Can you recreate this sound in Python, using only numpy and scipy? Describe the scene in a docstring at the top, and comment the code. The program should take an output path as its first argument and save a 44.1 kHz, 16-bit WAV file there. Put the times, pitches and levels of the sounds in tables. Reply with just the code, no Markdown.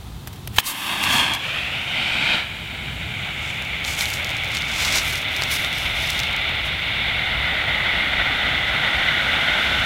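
"""A smoke canister's jet roars through its resonant vent, on a metal box in a forest clearing.
First the pull ring ticks, the wire rasps through the igniter, the cap pops and a priming flame rushes out.
Then turbulent gas takes over, its main resonance sinking as the burn hollows the canister. Slag fries,
spurts and spits for a few seconds, and close echoes sweep through the jet as it is swung upright.
Underneath lie a gusty low rumble and the faint wash of the trees."""
import sys
import numpy as np
from scipy import signal
from scipy.fft import rfft, irfft, next_fast_len
from scipy.io import wavfile
from scipy.ndimage import map_coordinates

SR = 44100
rng = np.random.default_rng(int(sys.argv[2]) if len(sys.argv) > 2 else 0)


def dump_mix(stems):
    """Bounce the given channels to the path in sys.argv[1] as a 16-bit WAV at rate SR."""
    frames = np.atleast_2d(stems).T  # one column per channel
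    limited = np.clip(frames, -1, 1)  # hard clip at full scale
    pcm = np.round(limited * 32767).astype(np.int16)
    wavfile.write(sys.argv[1], SR, pcm)


N = 434385
SIZE, HOP = 512, 128  # filter frame and step, in samples
TIME = np.arange(N) / SR
FRAME_S = np.arange(N // HOP + 5) * HOP / SR
HZ = np.fft.rfftfreq(SIZE, 1 / SR)

# the vent points sideways over the lid, then up and away from the close surfaces: time_s, echo_weight
VENT_AIM = [(1.4, .9), (2.05, 1.05), (2.35, 1), (2.5, .35)]
# the main charge catches: time_s, gain
CHARGE_ONSET = [(1.33, 0.051), (1.44, 1)]
# tone of a bursting speck: frequency_hz, level_db
SNAP_COLOUR = [(300, -27), (1200, -17), (2500, -3), (4000, 4.5), (6500, 0), (9000, -6), (15500, -7.5)]


def amp(db):
    """Decibels to gain."""
    return 10 ** (np.asarray(db) / 20)


def unit_rms(x):
    """Scaled to rms 1."""
    return x / np.sqrt(np.mean(x ** 2) + 1e-20)


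def power_sum(*levels_db):
    """The level of unrelated sounds heard at once, in dB."""
    return 10 * np.log10(sum(amp(db) ** 2 for db in levels_db) + 1e-14)


def ramp(t, start_s, length_s):
    """A straight fade from 0 to 1."""
    return np.clip((t - start_s) / length_s, 0, 1)


def follow(rows, t):
    """The columns of an automation curve at the times t."""
    times, *columns = np.transpose(rows)
    return [np.interp(t, times, column) for column in columns]


def add(mix, start_s, sound):
    """Mixes a sound in at start_s."""
    part = mix[round(start_s * SR):][:len(sound)]
    part += sound[:len(part)]


def eq_gain(colour, hz):
    """The gain of an EQ curve whose dB points are joined on a log-frequency axis."""
    points_hz, level_db = np.transpose(colour)
    return amp(np.interp(np.log(hz + 1), np.log(points_hz + 1), level_db))


def wander(rate_hz, t):
    """Smooth random modulation, rms 1."""
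    hz = np.fft.rfftfreq(len(t), t[1] - t[0])
    spectrum = rfft(rng.standard_normal(len(t))) / (1 + (hz / rate_hz) ** 2)
    return unit_rms(irfft(spectrum, len(t)))


def noise(colour):
    """Steady coloured noise, rms 1."""
    size = next_fast_len(N)
    spectrum = rfft(rng.standard_normal(size)) * eq_gain(colour, np.fft.rfftfreq(size, 1 / SR))
    return unit_rms(irfft(spectrum, size)[:N])


def click(colour):
    """The tightest click of a given colour (minimum phase), peak 1."""
    log_gain = np.log(eq_gain(colour, abs(np.fft.fftfreq(SIZE, 1 / SR))))
    pulse = np.fft.ifft(np.exp(np.conj(signal.hilbert(log_gain)))).real
    return pulse / abs(pulse).max()


def grains(per_s, spread_db):
    """Tiny impulses at random moments, a few of them large; rms 1."""
    size = amp(spread_db * np.minimum(rng.exponential(1, N), 4)) * rng.choice([-1, 1], N)
    return unit_rms(size * (rng.random(N) < per_s / SR))


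def band_rms(gain, lo_hz, hi_hz):
    """Per frame, the rms that a filter passes in one band from white noise of rms 1."""
    inside = (HZ >= lo_hz) & (HZ <= hi_hz)
    return np.sqrt(np.mean(gain ** 2 * inside, axis=1, keepdims=True)) + 1e-12


def shelf(corner_hz, order):
    """A smooth step from 0 below the corner to 1 above it."""
    return 1 - 1 / (1 + (HZ / corner_hz) ** order)


def moving_filter(x, gain):
    """Passes x through an EQ that changes from frame to frame."""
    frames = signal.stft(x, nperseg=SIZE, noverlap=SIZE - HOP)[2]
    return signal.istft(frames * gain[:frames.shape[1]].T, nperseg=SIZE, noverlap=SIZE - HOP)[1][:N]


def outdoors():
    """A gusty rumble under the faint wash of the trees; both duck briefly after the pop."""
    # the rumble, whose sub-bass builds with the plume: time_s, bass_db, sub_db
    rumble_levels = [(0, -38, -55), (.5, -34, -54), (1.4, -39, -59), (2.4, -40, -58), (2.9, -32.5, -55),
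                     (3.6, -36, -49), (6, -36, -43), (9.85, -37, -43)]
    # tone of the rumble: frequency_hz, level_db
    rumble_colour = [(18, -45), (25, -33), (32, -17), (45, -8.5), (62, 1), (80, -1.5), (105, -2.5),
                     (140, -3), (190, -10.5), (280, -19.5), (450, -22.5), (1000, -70)]
    # tone of the trees: frequency_hz, level_db
    trees_colour = [(150, -20), (300, 0), (460, -3.5), (800, 2), (1300, -1.5), (1900, -8), (2600, -12),
                    (3600, -2), (5000, -10.5), (8000, -13.5), (15500, -15.5)]
    bass_db, sub_db = follow(rumble_levels, TIME)
    low = noise(rumble_colour)
    sub = signal.sosfiltfilt(signal.butter(4, 55, fs=SR, output="sos"), low)
    gusts_db = 3.5 * wander(3, TIME)
    rumble = amp(bass_db) * unit_rms(low - sub) + amp(sub_db + gusts_db) * unit_rms(sub)
    trees = amp(-45.5) * noise(trees_colour)
    duck_db = -13.5 * (ramp(TIME, start_s=.59, length_s=.03) - ramp(TIME, start_s=.75, length_s=.3))
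    return amp(duck_db) * (rumble + trees)


def clearing_reverb(x, t60_s):
    """A thin scatter from trunks and leaves."""
    t = TIME[:SR // 2]
    taps = rng.standard_normal(len(t)) * (rng.random(len(t)) < .05)
    taps = taps * amp(-60 * t / t60_s) * (t > .012)
    return signal.oaconvolve(x, taps / np.linalg.norm(taps))[:N]


def close_echoes(x, near, middle, far, blur_hz):
    """Three close surfaces comb the sound; the length of the plume blurs the upper notches. Rms 1."""
    # echo delays, shortening as the canister is swung upright: time_s, near_ms, middle_ms, far_ms
    delays = [(.65, 0.92, 1.06, 1.9), (.95, 0.88, 1.11, 1.87), (1.4, 0.95, 1.2, 1.78),
              (1.62, .45, 1.13, 1.5), (1.85, 0.33, 1.06, 1.36), (2.35, 0.42, 0.71, 1.3),
              (3.5, 0.38, .66, 1.4), (6, 0.38, 0.78, 1.41), (9.85, 0.35, 0.96, 1.4)]
    soft = signal.sosfiltfilt(signal.butter(1, blur_hz, fs=SR, output="sos"), x)
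    for gain, delay_ms in zip((near, middle, far), follow(delays, TIME)):
        x = x + gain * map_coordinates(soft, [np.arange(N) - delay_ms * SR / 1000], order=3)
    return unit_rms(x)


def handling():
    """Fingers and pull ring scuff and tick on the canister."""
    # each touch: start_s, relative_db, t60_s
    touches = [(.104, -41, .008), (0.273, -21, 0.037), (.329, -34, 0.07), (.359, -37, .04),
               (0.4744, -15.5, 0.018)]
    # tone of a scuff: frequency_hz, level_db
    scuff_colour = [(200, -22), (800, -1), (1800, 0.5), (3500, -2), (7000, -9), (13000, -4), (16000, -12)]
    out, t = np.zeros(N), TIME[:SR // 8]
    scuff = noise(scuff_colour)
    for start_s, level_db, t60_s in touches:
        envelope = amp(level_db - 4.5 - 60 * t / t60_s)
        add(out, start_s, envelope * scuff[round(start_s * SR):][:len(t)])
    return out


def pull_wire():
    """The wire drags through the friction compound with a gritty rasp."""
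    # the pull: time_s, relative_db
    pull = [(.5, -65), (.545, -36), (.559, -36), (.565, -24), (.583, -28), (.592, -17), (.604, -19.5),
            (.609, -33), (.625, -60)]
    # tone of the rasp: frequency_hz, level_db
    rasp_colour = [(300, -19), (1000, -10), (2800, -1.5), (4200, -6), (5500, -11), (10000, -11),
                   (15500, -9)]
    level_db, = follow(pull, TIME)
    friction = noise(rasp_colour)
    grit = unit_rms(signal.oaconvolve(grains(1200, spread_db=3), click(rasp_colour))[:N])
    pulling = (TIME > pull[0][0]) & (TIME < pull[-1][0])
    return amp(level_db - 4.5) * (friction + .7 * grit) * pulling


def cap_pop():
    """The igniter cap cracks three times in one pop, puffing gas and ringing the tube."""
    # each crack: start_s, gain_db
    cracks = [(.5843, 0.5), (0.5856, 1), (0.5866, 3)]
    # modes of the tube: pitch_hz, level_db, t60_s
    tube_modes = [(756, -24, 0.011), (1130, -11.5, 0.012), (1730, -5, 0.0076), (2620, -2, 0.0074),
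                  (3130, -6, 0.01), (3400, -7, 0.014), (6500, -16, 0.0076)]
    out, t = np.zeros(N), TIME[:SR // 20]
    ring = sum(amp(db - 60 * t / t60_s) * np.sin(2 * np.pi * hz * t) for hz, db, t60_s in tube_modes)
    for start_s, gain_db in cracks:
        gas = amp(-20 - 60 * t / .013) * rng.standard_normal(len(t))
        add(out, start_s, amp(gain_db) * (ring + gas))
    return out


def priming_flame():
    """The priming charge flares sideways just over the lid: a broad, hollow rush."""
    # the flame swells and dies: time_s, level_db
    swell = [(.61, -39), (.68, -32), (.77, -31.5), (.92, -24), (1.0, -24.5), (1.05, -22), (1.19, -18),
             (1.26, -21), (1.4, -27.5)]
    # tone of the flame: frequency_hz, level_db
    flame_colour = [(100, -30), (230, 2), (330, 5), (480, -13), (620, -3), (800, -2.5), (1200, -1.5),
                    (1420, -1), (1650, 2.5), (1920, -3.5), (2500, 3), (3300, 4), (4100, -7.5), (6000, -13),
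                    (10000, -14.5), (15500, -26)]
    t = FRAME_S[:, None]
    level_db, = follow(swell, t)
    bass_db = -12.5
    treble_db = -17 - 25 * ramp(t, start_s=1.25, length_s=.5)  # the dying flame dulls
    gain = eq_gain(flame_colour, HZ)[None]
    gain = gain / band_rms(gain, 700, 4000)  # treble and bass are set against the mids
    gain = gain * (amp(treble_db) / band_rms(gain, 6000, 15000)) ** shelf(4500, order=6)
    gain = gain * (amp(bass_db) / band_rms(gain, 150, 400)) ** (1 - shelf(400, order=6))
    burning = np.interp(TIME, [.6, .615, 1.35, 1.45], [0, 1, 1, 0])
    rush = rng.standard_normal(N) + .5 * grains(2500, spread_db=2.5)
    rush = close_echoes(rush, near=.36, middle=.46, far=.26, blur_hz=8000)
    flicker_db = wander(50, TIME)
    return moving_filter(rush, gain * amp(level_db)) * burning * amp(flicker_db)


def specks():
    """Small specks burst at random: faint ticks between the loud spits."""
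    # how thickly the burn sputters: time_s, specks_per_s
    density = [(3, 0), (3.2, 8), (3.8, 10), (4.1, 55), (6.2, 55), (6.5, 15), (6.9, 0)]
    per_s, = follow(density, TIME)
    size = amp(-25 + 4 * np.minimum(rng.exponential(1, N), 3))
    bursts = size * (rng.random(N) < per_s / SR)
    return signal.oaconvolve(bursts, click(SNAP_COLOUR))[:N]


def spits():
    """The loudest specks burst with a sharp snap and a brief spray, some dull, some bright."""
    # each spit: start_s, relative_db, tilt_db_per_octave
    hits = [(1.0388, -12, -10), (1.3373, -19, -1), (1.3499, -19, 2), (3.849, -18, -6.5), (4.009, -12, -2),
            (4.0561, -17, -6), (4.1025, -17, 1.2), (4.1386, -18, 0), (4.246, -19, 0), (4.368, -26, -3),
            (4.5502, -17.5, -2), (4.5702, -13.5, -9.5), (4.621, -22, -7), (4.8043, -18, -2),
            (4.8497, -13.5, -8), (4.924, -15, -4), (4.985, -18, -3.3), (5.1564, -19, -4), (5.3648, -20, -2),
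            (5.4215, -12.5, -10), (5.4371, -15.5, -4), (5.6475, -17, -7), (6.1015, -19, -1),
            (6.1055, -15, 4), (6.1925, -16, -4), (6.2013, -19, -3), (6.2346, -21, -6)]
    tilt_above_hz = 900
    out, t = np.zeros(N), TIME[:SIZE]
    for start_s, level_db, tilt in hits:
        colour = [(hz, db + tilt * np.log2(max(hz / tilt_above_hz, 1))) for hz, db in SNAP_COLOUR]
        burst = .21 * rng.standard_normal(SIZE) * amp(-60 * t / .008)
        burst[0] = 1  # the snap, ahead of its spray
        add(out, start_s, amp(level_db + 7.5) * np.convolve(burst, click(colour)))
    return out


def slag_spurts(t):
    """Burning slag spurts in lopsided swells; gives their summed level and top-treble level in dB."""
    # each spurt: peak_s, rise_s, fall_s, level_db, top_offset_db
    spurts = [(.68, 0.03, 0.041, -31.5, 6), (.82, 0.097, 0.22, -43, 7), (1.037, .01, 0.02, -31.5, 1),
              (1.15, .07, .07, -29.5, -2.5), (1.342, 0.0075, .015, -36, 0), (3.48, .09, .1, -43, -11),
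              (3.89, 0.034, 0.082, -31.5, -6), (3.995, 0.019, 0.052, -28.5, -4),
              (4.12, 0.093, 0.075, -36.5, -2), (4.28, 0.092, 0.22, -47, -7), (4.56, 0.051, .06, -35, -10),
              (4.86, 0.16, 0.085, -28.5, -9), (4.97, 0.068, 0.035, -22.5, -10),
              (5.09, 0.12, .11, -34.5, -2), (5.42, 0.1, 0.077, -39.5, -2.5), (5.525, 0.024, 0.048, -29, 0),
              (5.6, .03, 0.097, -40.5, 0), (5.8, 0.093, 0.13, -39, -3.5), (6.09, 0.14, 0.16, -36, -5),
              (6.66, .015, 0.023, -44, -1)]
    total = top = 1e-14
    for peak_s, rise_s, fall_s, level_db, top_offset_db in spurts:
        width_s = np.where(t < peak_s, rise_s, fall_s)
        power = amp(level_db) ** 2 * np.exp(-2 * ((t - peak_s) / width_s) ** 2)
        total = total + power
        top = top + power * amp(top_offset_db) ** 2
    return 10 * np.log10(total), 10 * np.log10(top)


def vent_resonance(sweep, width_hz, wobble):
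    """The gain of a resonant peak whose pitch wavers with the flow."""
    pitch_hz, boost_db = follow(sweep, FRAME_S[:, None])
    pitch_hz = pitch_hz * (1 + wobble * wander(26, FRAME_S)[:, None])
    return np.sqrt(1 + (amp(boost_db) ** 2 - 1) / (1 + (2 * (HZ - pitch_hz) / width_hz) ** 2))


def sizzle():
    """Slag fries in the vent: a smooth hiss when weak, grainy and uneven when it spurts."""
    # steady frying: time_s, relative_db
    frying = [(1.4, -44), (1.8, -49.5), (2.05, -46.5), (2.36, -43.5), (2.46, -55), (3.2, -50.5), (7.2, -51),
              (8.3, -48), (9.85, -42)]
    # tone of the frying: frequency_hz, level_db
    frying_colour = [(200, 0.5), (500, -2.5), (1200, 4), (2500, 3.5), (4000, 8), (5200, 4.5), (6500, 1.5),
                     (8000, 1), (10500, 2), (13000, 1), (15800, -6)]
    # shrill resonance of the vent's rim, which sinks and swells over the burn: time_s, pitch_hz, boost_db
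    rim_sweep = [(1.4, 7400, 2), (2.2, 7800, 9), (2.8, 7500, 15), (3.5, 6900, 11), (4.9, 6500, 3.5),
                 (5.4, 5700, 9), (7, 5800, 0), (9.85, 6000, 3)]
    t = FRAME_S[:, None]
    steady_db = follow(frying, t)[0] + 20 * np.log10(follow(CHARGE_ONSET, t)[0])
    spurt_db, spurt_top_db = slag_spurts(t)
    level_db = power_sum(steady_db, spurt_db)
    top_offset_db = power_sum(steady_db - 7, spurt_top_db) - level_db
    gain = eq_gain(frying_colour, HZ) * vent_resonance(rim_sweep, width_hz=1700, wobble=.01)
    gain = gain / band_rms(gain, 5000, 8500)
    gain = gain * (amp(top_offset_db) / band_rms(gain, 9000, 15000)) ** shelf(8500, order=8)
    grit_share = np.interp(np.interp(TIME, FRAME_S, spurt_db[:, 0]), [-52, -40], [.09, .33])
    grit_share *= np.interp(TIME, [1.4, 3.4], [.35, 1])  # smooth at first, until slag builds up
    hiss = np.sqrt(1 - grit_share) * rng.standard_normal(N)
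    grit = np.sqrt(grit_share) * grains(1500, spread_db=3.6)
    send = follow(VENT_AIM, TIME)[0] ** 2
    fry = close_echoes(hiss + grit, near=.2 * send, middle=.27 * send, far=.5 * send, blur_hz=14000)
    flicker_db = 5 * grit_share * wander(50, TIME)
    return moving_filter(fry, gain * amp(level_db - 2.5)) * amp(flicker_db)


def smoke_jet():
    """Turbulent gas roars through three vent resonances, fluttering and surging with each spurt."""
    # loudest when swung over the lid, drops when stood up, builds with the burn: time_s, relative_db
    roar = [(1.35, -28), (1.53, -25.5), (1.87, -26.5), (1.97, -22.7), (2.17, -21), (2.31, -18.5),
            (2.38, -20.5), (2.44, -29), (2.64, -32), (3.4, -28), (4.6, -24.5), (6.9, -23), (7.6, -21.5),
            (9.85, -20)]
    # tone of the roar: frequency_hz, level_db
    roar_colour = [(120, -11.5), (220, -1), (400, -6.5), (720, -2), (1080, -4), (1430, -4), (2000, 0.5),
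                   (2450, 2.5), (2750, -0.5), (3200, 2), (3650, 0), (4400, -13), (5200, -24), (12000, -58)]
    # main resonance, sinking as the burn hollows the canister: time_s, pitch_hz, boost_db
    main_sweep = [(1.35, 2550, 3), (1.75, 2550, 8.5), (2.2, 2360, 3), (2.7, 2220, 3), (3.5, 2300, 9.5),
                  (5, 2200, 7.5), (6.8, 2140, 7), (7.6, 1980, 12), (9.2, 1950, 10), (9.85, 2020, 5.5)]
    # it narrows as it sinks: time_s, width_hz
    main_width = [(2.2, 600), (3.5, 420), (6.8, 330), (7.6, 195), (9.85, 240)]
    # upper resonance: time_s, pitch_hz, boost_db
    upper_sweep = [(1.35, 3040, 4), (2.3, 3020, -0.5), (3.3, 3470, 2.5), (5, 3660, 4), (7, 3640, 4.5),
                   (9.85, 3500, 4)]
    # lower resonance, growing late as the canister empties: time_s, pitch_hz, boost_db
    lower_sweep = [(1.35, 1450, 8.5), (2.2, 1390, 4.5), (3.5, 1340, 2.5), (7, 1440, 3), (9.85, 1486, 11.5)]
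    t = FRAME_S[:, None]
    surge_db = slag_spurts(t)[0] - 3.5
    level_db = power_sum(follow(roar, t)[0], surge_db) - 1 + .51 * wander(9, FRAME_S)[:, None]
    hollow = ramp(t, start_s=7.13, length_s=.37)  # the burn breaks through and the low body fills out
    body_db = -13.5 + 2 * hollow + .65 * wander(15, FRAME_S)[:, None]
    gain = eq_gain(roar_colour, HZ)
    gain = gain * vent_resonance(main_sweep, width_hz=follow(main_width, t)[0], wobble=.016)
    gain = gain * vent_resonance(upper_sweep, width_hz=980, wobble=.015)
    gain = gain * vent_resonance(lower_sweep, width_hz=127, wobble=.01)
    gain = gain / band_rms(gain, 1500, 4000)
    gain = gain * (amp(body_db) / band_rms(gain, 500, 1200)) ** (1 - shelf(1600, order=8))
    treble_db = 10 * (follow(VENT_AIM, t)[0] - VENT_AIM[-1][1])  # brighter while the vent lies sideways
    gain = gain * amp(treble_db * shelf(4500, order=12))
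    send, = follow(VENT_AIM, TIME)
    gas = rng.standard_normal(N)
    gas = close_echoes(gas, near=.16 * send, middle=.18 * send, far=.33 + .12 * send, blur_hz=3600)
    flutter_db = .64 * wander(45, TIME)
    onset, = follow(CHARGE_ONSET, TIME)
    return moving_filter(gas, gain * amp(level_db)) * amp(flutter_db) * onset


def scene():
    """Canister and forest sit in the centre; only a trace of bright hiss differs between the ears."""
    ignition = handling() + pull_wire() + cap_pop() + priming_flame()
    canister = ignition + smoke_jet() + sizzle() + spits() + specks()
    mid = canister + amp(-29) * clearing_reverb(canister, t60_s=.3) + outdoors()
    side = amp(-60.5) * noise([(1000, -11), (4000, -25), (8000, -1), (15000, 5.5)])
    return np.array([mid + side, mid - side])


def record(dry):
    """The pop overloads into hard clipping; a steep low-pass then trims the very top."""
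    lowpass = signal.firwin(511, 15900, window=("kaiser", 9), fs=SR)
    return signal.oaconvolve(np.clip(dry, -1, 1), lowpass[None], "same")


dry = scene()
out = record(dry)
dump_mix(out)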